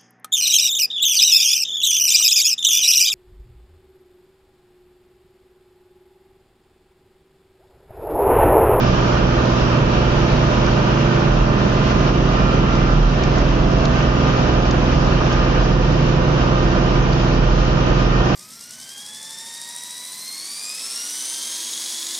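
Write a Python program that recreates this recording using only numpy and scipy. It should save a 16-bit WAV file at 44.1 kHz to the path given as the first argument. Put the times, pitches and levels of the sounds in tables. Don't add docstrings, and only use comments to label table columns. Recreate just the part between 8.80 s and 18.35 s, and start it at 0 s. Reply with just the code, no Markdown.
import sys
import numpy as np
from scipy import signal
from scipy.fft import rfft, irfft, next_fast_len
from scipy.io import wavfile
from scipy.ndimage import uniform_filter1d

SR = 44100
rng = np.random.default_rng(int(sys.argv[2]) if len(sys.argv) > 2 else 0)


def generate_wav(sig):
    pcm = np.round(np.clip(np.atleast_2d(sig).T, -1, 1) * 32767).astype(np.int16)
    wavfile.write(sys.argv[1], SR, pcm)


N = 421155


def amp(db):
    return 10 ** (np.asarray(db) / 20)


def unit(x):
    return x / np.sqrt(np.mean(x ** 2) + 1e-20)


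def along(points, hz):
    point_hz, value = np.transpose(points)
    return np.interp(np.log(hz + 1), np.log(point_hz + 1), value)


def curves(rows):
    time_s, *columns = np.transpose(rows)
    return [np.interp(np.arange(N) / SR, time_s, column) for column in columns]


def wobble(rate_hz):
    knots = rng.standard_normal(int(N * rate_hz / SR) + 2)
    return np.interp(np.arange(N) * rate_hz / SR, np.arange(len(knots)), knots)


def filtered(x, response):
    padded = next_fast_len(N + SR // 2)
    spectrum = rfft(x, padded) * response(np.fft.rfftfreq(padded, 1 / SR))
    return irfft(spectrum, padded)[..., :N]


def panned(lean_db):
    return amp(np.multiply.outer([.5, -.5], lean_db))


def tone(angle, db, lean_db, flutter_db, wander_rad):
    level = amp(db + flutter_db * (wobble(5) + .4 * wobble(16)))
    wave = level * np.sqrt(2) * np.cos(angle + wander_rad * wobble(4))
    return panned(lean_db)[:, None] * wave


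# time_s, firing_hz
SPEED = [(0, 121.8), (.45, 121.4), (.7, 121.85), (.92, 120.65), (1.25, 120.75), (1.5, 121.1), (1.9, 120.7),
         (2.15, 121.0), (2.4, 121.3), (3.3, 122.9), (3.55, 122.95), (4.05, 124.2), (4.4, 123.3),
         (5.0, 123.2), (5.27, 122.6), (5.5, 123.35), (5.9, 123.6), (6.3, 123.45), (6.55, 124.05),
         (6.75, 124.1), (6.95, 124.7), (7.3, 124.3), (7.7, 124.6), (7.95, 124.15), (8.2, 124.7),
         (8.7, 124.55), (8.95, 124.2), (9.15, 124.6), (9.4, 124.0), (9.55, 124.15)]


def crank():
    firing_hz = curves(SPEED)[0]
    return firing_hz, 2 * np.pi * np.cumsum(firing_hz) / (6 * SR)


# time_s, level_db
BOOM_LEVEL = [(0, -35), (.25, -36.5), (.4, -24.5), (.9, -38), (1.4, -29), (1.85, -24.5), (2.38, -35),
              (2.55, -14.5), (2.95, -32), (3.2, -22.5), (4.0, -22.5), (4.27, -12), (4.42, -30.5),
              (4.65, -19), (4.8, -20.5), (5.28, -23.5), (5.55, -30.5), (5.8, -21), (6.55, -23),
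              (6.93, -17.5), (7.16, -22.5), (7.4, -22.5), (7.6, -27.5), (8.05, -20), (8.4, -25.5),
              (8.78, -14.5), (9.05, -24.5), (9.3, -18), (9.55, -29.5)]


def boom(cycle):
    return tone(2 * cycle - 1, curves(BOOM_LEVEL)[0], -2.5, flutter_db=1.6, wander_rad=0.39)


# cycle_multiple (rounded in use), slow_db, middle_db, fast_db, lean_db (left minus right)
ORDERS = [(3, -29, -28, -29, -2), (6, -22, -23, -22.5, -1), (7, -31.5, -29.5, -29, -3.5),
          (9, -31.5, -28.5, -29, -4), (11, -45.5, -46.5, -48.5, -0.5), (12, -30, -30, -31.5, -5.5),
          (14, -39, -31, -35.5, -5), (16, -34, -32.5, -32, 1.5), (17, -31, -36.5, -32.5, -7),
          (18, -41, -36.5, -38, -4.5), (19, -38, -35, -50, -6.5), (20, -38, -39.5, -41.5, -5.5),
          (21, -38.5, -41.5, -39.5, 2.5), (22, -39, -39.5, -38, -2), (24, -41, -38.5, -36, -7.5),
          (26, -38.5, -37, -55.5, -4.5), (32, -41, -38.5, -47, -10), (35, -53, -37, -47.5, 0.5),
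          (36, -47.5, -45.5, -43, -4), (40, -52, -44, -44.5, -1), (44, -40, -44, -43, -2),
          (45, -44.5, -51.5, -44, -3.5), (46, -44.5, -61.5, -52, 0.5), (48, -40.5, -41.5, -42, -8),
          (51, -39.5, -42.5, -45, -1.5), (55, -55, -43.5, -47, -7.5), (57, -43.5, -51.5, -42.5, -9),
          (60, -45, -52.5, -50.5, -1.5), (61, -43, -50.5, -49.5, -5), (68.2, -38.5, -54, -46.5, -8.5),
          (78.2, -49, -50.5, -49.5, 2)]
SPEEDS_HZ = [121.2, 123.3, 124.6]


def engine_orders(firing_hz, cycle):
    out = np.zeros((2, N))
    for multiple, slow_db, middle_db, fast_db, lean_db in ORDERS:
        multiple = round(multiple)
        start_rad = rng.uniform(0, 2 * np.pi)
        loose = min(0.25 + multiple / 40, 1)
        if multiple in (3, 6, 9):
            start_rad = 0
            loose *= 0.41
        db = np.interp(firing_hz, SPEEDS_HZ, [slow_db, middle_db, fast_db])
        out += tone(multiple * cycle + start_rad, db, lean_db, flutter_db=2.4 * loose, wander_rad=0.76 * loose)
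    return out


# cycle_multiple, lean_db (left minus right)
SWELLING_ORDERS = [(10, -5), (25, 0.5), (39, 0.5)]
# time_s, then level_db of each order
SWELL_LEVELS = [(0, -31.5, -38.5, -44), (.75, -34, -34, -47), (1.5, -29.5, -36, -40),
                (2.5, -27.5, -39, -41.5), (3.25, -29, -36.5, -48), (3.75, -28, -39, -46.5),
                (4.25, -34.5, -38, -43), (4.9, -31.5, -34.5, -46), (5.7, -34.5, -33.5, -40),
                (6.3, -35, -36, -41), (7.3, -38.5, -31.5, -40), (7.9, -36, -32, -40.5),
                (8.3, -36, -39.5, -41.5), (9.55, -30, -35, -39.5)]


def swelling_orders(cycle):
    out = np.zeros((2, N))
    for (multiple, lean_db), db in zip(SWELLING_ORDERS, curves(SWELL_LEVELS)):
        out += tone(round(multiple) * cycle, db, lean_db, flutter_db=2.3, wander_rad=0.6)
    return out


FAN_PER_CYCLE = 7.3
# time_s, level_db
FAN_LEVEL = [(0, -33), (.75, -36.5), (1.5, -29), (2.5, -25.5), (3.25, -26.5), (4, -27.5), (4.75, -26),
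             (5.5, -29), (6.6, -30.5), (7.2, -24), (7.8, -24), (8.5, -25.5), (9.55, -32.5)]


def fan(cycle):
    return tone(FAN_PER_CYCLE * cycle, curves(FAN_LEVEL)[0], -2.3, flutter_db=3.5, wander_rad=1.76)


PUMP_PER_CYCLE = 29.44
PUMP_THIRD_DB, PUMP_FOURTH_DB = -48, -54
SQUEAL_S, SQUEAL_WIDTH_S, SQUEAL_RISE_DB = 3.65, 0.09, 14.5
# level_db at slow, middle, fast
PUMP_FIRST_DB = [-35, -41, -39.5]
# time_s, level_db
PUMP_SECOND = [(0, -37), (.3, -40), (1.2, -38.5), (1.5, -43.5), (2.0, -40.5), (2.3, -39), (2.7, -36.5),
               (3.0, -32), (3.5, -32), (4.1, -34.5), (4.4, -44.5), (4.9, -36), (5.05, -42), (5.27, -35),
               (5.9, -35.5), (6.0, -44), (6.2, -31), (6.4, -44.5), (6.6, -30.5), (6.85, -39.5), (7.1, -46),
               (7.55, -43), (7.72, -32), (7.9, -40), (8.2, -33), (8.4, -49.5), (8.6, -43.5), (8.75, -33),
               (9.0, -36.5), (9.22, -30.5), (9.55, -44)]


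def gear_pump(firing_hz, cycle):
    angle = PUMP_PER_CYCLE * cycle + .35 * wobble(4) + .3 * wobble(11)
    first_db = np.interp(firing_hz, SPEEDS_HZ, PUMP_FIRST_DB)
    flare = np.exp(-((np.arange(N) / SR - SQUEAL_S) / SQUEAL_WIDTH_S) ** 2)
    fourth_db = PUMP_FOURTH_DB + SQUEAL_RISE_DB * flare
    out = tone(angle, first_db, -10.0, flutter_db=1.0, wander_rad=0)
    out += tone(2 * angle, curves(PUMP_SECOND)[0], -0.93, flutter_db=1.8, wander_rad=.5)
    out += tone(3 * angle, PUMP_THIRD_DB, -8, flutter_db=4, wander_rad=0)
    out += tone(4 * angle, fourth_db, -2, flutter_db=3.0, wander_rad=.8)
    return out


GEAR_PER_CYCLE = 33
# time_s, level_db
GEAR_LEVEL = [(0, -48), (2, -50.5), (2.8, -43), (3.3, -40), (3.8, -35.5), (4.2, -40.5), (4.7, -39),
              (5.6, -41), (6.3, -45.5), (7.2, -47), (7.8, -42.5), (8.3, -47.5), (9.55, -42.5)]


def timing_gear(cycle):
    gear_db = curves(GEAR_LEVEL)[0]
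    out = np.zeros((2, N))
    for harmonic, offset_db, lean_db in [(2, 0, -8), (3, -12, 2), (4, -12, -1)]:
        angle = harmonic * GEAR_PER_CYCLE * cycle
        out += tone(angle, gear_db + offset_db, lean_db, flutter_db=5.0, wander_rad=1.1)
    return out


SHAFT_MULTIPLES = [2.415, 17.5, 42.3, 49.5]
# level_db, lean_db (left minus right)
SHAFT_LEVELS = [(-31.5, -1), (-42, -10.5), (-43, -6), (-45, -2.5)]


def shafts(cycle):
    out = np.zeros((2, N))
    for multiple, (db, lean_db) in zip(SHAFT_MULTIPLES, SHAFT_LEVELS):
        angle = multiple * cycle + rng.uniform(0, 2 * np.pi)
        out += tone(angle, db, lean_db, flutter_db=0.5, wander_rad=1.2)
    return out


def engine():
    firing_hz, cycle = crank()
    out = boom(cycle) + engine_orders(firing_hz, cycle) + swelling_orders(cycle)
    return out + fan(cycle) + gear_pump(firing_hz, cycle) + timing_gear(cycle) + shafts(cycle)


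# freq_hz, level_db
CLATTER_SPECTRUM = [(80, -41.5), (300, -41.5), (600, -46.5), (1000, -50.5), (1400, -49), (1700, -53.5),
                    (2100, -62), (2800, -55.5), (3500, -65.5), (4200, -105)]


def clatter(count=15, size=4096):
    multiple = np.arange(size // 2 + 1)
    taken = [0, 1, 2, 10, 25, 39, 2 * GEAR_PER_CYCLE, round(2 * PUMP_PER_CYCLE)]
    taken += [round(row[0]) for row in ORDERS]
    level = amp(along(CLATTER_SPECTRUM, multiple * SPEEDS_HZ[1] / 6)) * ~np.isin(multiple, taken)
    shape = (3, count, len(multiple))
    draw = rng.standard_normal(shape) + 1j * rng.standard_normal(shape)
    own = 0.7
    mixed = np.sqrt(1 - own) * draw[0] + np.sqrt(own) * draw[1:]
    patterns = irfft(level * mixed, size) * size / 2
    place = np.arange(N) / N * (count - 1.001)
    first, turn = place.astype(int), place % 1 * np.pi / 2
    cycle_part = (crank()[1] + 0.0082 * wobble(9)) / (2 * np.pi) % 1
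    spot = (cycle_part * size).astype(int) % size
    old, new = patterns[:, first, spot], patterns[:, first + 1, spot]
    return panned(-6.0)[:, None] * (np.cos(turn) * old + np.sin(turn) * new)


# freq_hz, correlation
LIKENESS = [(60, 1), (250, 0.82), (500, 0.75), (1000, 0.11), (2000, 0.088), (7000, .05)]
# freq_hz, lean_db (left minus right)
BALANCE = [(60, -2.5), (100, -3.5), (170, -7), (300, -2.5), (500, -4.5), (860, 1.5), (1460, -5),
           (2480, 1.5), (4220, -0.5), (7180, 8)]


def rush(spectrum, patchy_db):
    bins = signal.stft(rng.standard_normal((2, N)), nperseg=512)[2]
    field = uniform_filter1d(rng.standard_normal(bins.shape[1:]), size=12, axis=0)
    field = uniform_filter1d(field, size=10, axis=1)
    pair = signal.istft(bins * amp(patchy_db * unit(field)), nperseg=512)[1][:, :N]

    def mid_side(hz):
        turn = np.arccos(np.clip(along(LIKENESS, hz), -1, 1)) / 2
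        return amp(along(spectrum, hz)) * [np.cos(turn), np.sin(turn)]

    mid, side = filtered(pair, mid_side)
    return unit(filtered(np.array([mid + side, mid - side]), lambda hz: panned(along(BALANCE, hz))))


# freq_hz, relative_db (per Hz)
LOW_WIND_SPECTRUM = [(5, -53), (11, -20.5), (18, 6), (28, 20.5), (40, -5.5), (60, -55)]


def low_wind_rumble():
    return amp(-35 + 0.5 * wobble(5)) * rush(LOW_WIND_SPECTRUM, patchy_db=0.5)


# freq_hz, relative_db (per Hz)
RUMBLE_SPECTRUM = [(8, -39.5), (20, -14.5), (45, -2), (70, -2.5), (100, -13.5), (135, -6.5), (200, -7),
                   (300, -9.5), (450, -13), (600, -12.5), (800, -19.5), (1200, -72.5)]
# time_s, level_db
RUMBLE_LEVEL = [(0, -21.5), (1.5, -22.5), (2.5, -21.5), (3.5, -22.5), (5, -22.5), (6.5, -22), (8, -21.5),
                (9.55, -22)]


def chassis_rumble():
    return amp(curves(RUMBLE_LEVEL)[0] + 0.39 * wobble(4.0)) * rush(RUMBLE_SPECTRUM, patchy_db=1.06)


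ROAR_OVER_SOIL_DB = 7.5
PUFF_DEPTH, CYCLE_DEPTH = .083, .08
# freq_hz, relative_db (per Hz)
ROAR_SPECTRUM = [(350, -34), (600, -3.5), (819, -9), (998, -5.5), (1090, -8), (1200, -4), (1290, -7),
                 (1550, -8), (1670, -13), (1810, -11.5), (2000, -16.5), (2180, -17), (2400, -13.5),
                 (2550, -15.5), (2750, -13.5), (3250, -15), (4220, -53), (7150, -120)]


def soil_and_engine_roar(soil_db, clods):
    cycle = crank()[1]
    throb = 1 + PUFF_DEPTH * np.cos(3 * cycle) + CYCLE_DEPTH * np.cos(cycle)
    level = amp(ROAR_OVER_SOIL_DB + soil_db + 0.31 * clods)
    return level * throb * rush(ROAR_SPECTRUM, patchy_db=1.0)


SPRAY_OVER_SOIL_DB, SPRAY_FOLLOWS = -3, .6
# freq_hz, relative_db (per Hz)
SPRAY_SPECTRUM = [(3000, -28.5), (3500, 1.5), (4300, -1.5), (5600, -1.5), (6600, -10), (7100, -16.5),
                  (7650, -28)]


def spraying(soil_db, clods):
    mean_db = soil_db.mean()
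    spray_db = SPRAY_OVER_SOIL_DB + mean_db + SPRAY_FOLLOWS * (soil_db - mean_db)
    return amp(spray_db + 0.57 * clods + 0.18 * wobble(20)) * rush(SPRAY_SPECTRUM, patchy_db=0.8)


CRUMBS_PER_S, CRUMB_OVER_SOIL_DB = 450, -9.5
CRUMB_HZ, CRUMB_SPREAD, CRUMB_CYCLES = 2700, .11, 6.7


def crumbs(size=400):
    when, size_draw, angle_draw, loud_draw, pan = rng.random((5, int(CRUMBS_PER_S * N / SR), 1))
    surge = np.cumsum(amp(5 * wobble(6)))
    at = np.searchsorted(surge, when * surge[-1])
    normal = np.sqrt(-2 * np.log(size_draw + 1e-9)) * np.cos(2 * np.pi * angle_draw)
    hz = CRUMB_HZ * np.exp(CRUMB_SPREAD * normal)
    t = np.arange(size) / SR
    ring = np.sin(2 * np.pi * hz * t) * np.exp(-t * hz / CRUMB_CYCLES)
    ring *= amp(-3 * np.log(loud_draw + 1e-3))
    spots = (at + np.arange(size)).ravel()
    sides = [np.cos(np.pi * pan), np.sin(np.pi * pan)]
    return unit(np.array([np.bincount(spots, (side * ring).ravel(), N + size)[:N] for side in sides]))


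# time_s, level_db
SOIL_LEVEL = [(0.05, -32.5), (0.13, -31.5), (0.6, -33.5), (1.57, -32.5), (2.54, -33), (2.61, -34),
              (3.01, -34), (3.11, -31), (3.14, -36.5), (3.29, -30.5), (3.32, -36.5), (3.53, -33),
              (4.11, -33.5), (4.29, -34.5), (4.37, -33), (4.97, -35.5), (5.05, -31.5), (5.08, -34.5),
              (5.23, -31), (5.34, -35.5), (5.44, -33), (5.49, -31), (5.55, -33.5), (5.63, -32.5),
              (5.99, -35), (6.18, -32.5), (6.86, -33), (6.96, -35), (7.3, -32.5), (7.33, -35),
              (7.62, -32.5), (7.85, -35), (8.11, -33), (8.61, -34.5), (8.64, -31.5), (8.72, -34),
              (9.45, -33)]


def ground():
    soil_db = curves(SOIL_LEVEL)[0]
    clods = wobble(6) + wobble(14) + wobble(26) / 2
    out = low_wind_rumble() + chassis_rumble()
    out += soil_and_engine_roar(soil_db, clods) + spraying(soil_db, clods)
    return out + amp(CRUMB_OVER_SOIL_DB + soil_db) * crumbs()


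SMALL_COUNT, SMALL_SPREAD_DB = 120, 8
BAND_WIDTH, DULL_ABOVE_HZ = .42, 6900
TAIL_DB, TAIL_T60_S = -11, .035
# start_s, level_db (burst rms is 9 dB lower), lean_db (left minus right), length_ms, pitch_hz
STONES = [(1.8640, -23, 1, 3.2, 5400), (3.9545, -23.5, 4, 1.2, 5940), (4.4348, -22.5, 5.5, 4.5, 5700),
          (4.5825, -26, 1.5, 5.5, 6420), (4.9831, -27.5, 3.5, 3.6, 5180), (5.0527, -17.5, 6, 5, 4800),
          (5.1578, -29.5, 3.5, 2.6, 6550), (5.2262, -23, 0.5, 1.5, 4840), (5.9085, -21.5, 5.5, 5.5, 5760),
          (6.1950, -33, 3, 8, 6470), (6.5270, -26, 4, 5.7, 6460), (8.3283, -26.5, 8.5, 7, 4830)]


def grit(size=4096):
    small = [(s * N / SR, -40 + SMALL_SPREAD_DB * e ** 2, 3 + 6 * (p - .5), 3, 4500 + 2000 * h)
             for s, e, p, h in rng.random((SMALL_COUNT, 4))]
    out = np.zeros((2, N + SR))
    t, f = np.arange(size) / SR, np.fft.rfftfreq(size, 1 / SR)
    for start_s, level_db, lean_db, length_ms, pitch_hz in list(STONES) + small:
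        band = np.exp(-(np.log((f + 1) / pitch_hz) / BAND_WIDTH) ** 2) / (1 + (f / DULL_ABOVE_HZ) ** 12)
        scrape = unit(irfft(rfft(rng.standard_normal(size)) * band, size))
        over_s = t - length_ms / 1000
        attack = np.clip(t / 0.00054, 0, 1)
        stop = np.clip(1 - over_s / .0008, 0, 1)
        tail = amp(TAIL_DB - 60 * np.abs(over_s) / TAIL_T60_S)
        burst = attack * (stop + tail) * scrape
        burst = burst / np.sqrt(np.sum(burst ** 2) / (length_ms * SR / 1000))
        out[:, round(start_s * SR):][:, :size] += panned(lean_db)[:, None] * amp(level_db - 9) * burst
    return out[:, :N]


# freq_hz, lag_rad
LEFT_LAG = [(200, 0), (330, .55), (500, 1.05), (650, 1.5), (1200, 1.45), (1600, 3.8), (2150, 5.8),
            (4300, 12), (7300, 16)]


def scene():
    steady = engine() + clatter() + ground()
    turn = lambda hz: np.exp(np.multiply.outer([-.5j, .5j], along(LEFT_LAG, hz)))
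    return filtered(steady, turn) + grit()


GAIN_LAG_S, CEILING, TOP_HZ = .04, 0.99, 7620


def record(dry):
    keep = np.exp(-1 / (GAIN_LAG_S * SR))
    power = np.mean(dry ** 2, axis=0)
    loud = signal.lfilter([1 - keep], [1, -keep], power, zi=[keep * power.mean()])[0]
    level = (loud / power.mean()) ** -.3 * dry
    rounded = level / (1 + np.abs(level / CEILING) ** 6) ** (1 / 6)
    return filtered(rounded, lambda hz: hz < TOP_HZ)


dry = scene()
out = record(dry)
generate_wav(out)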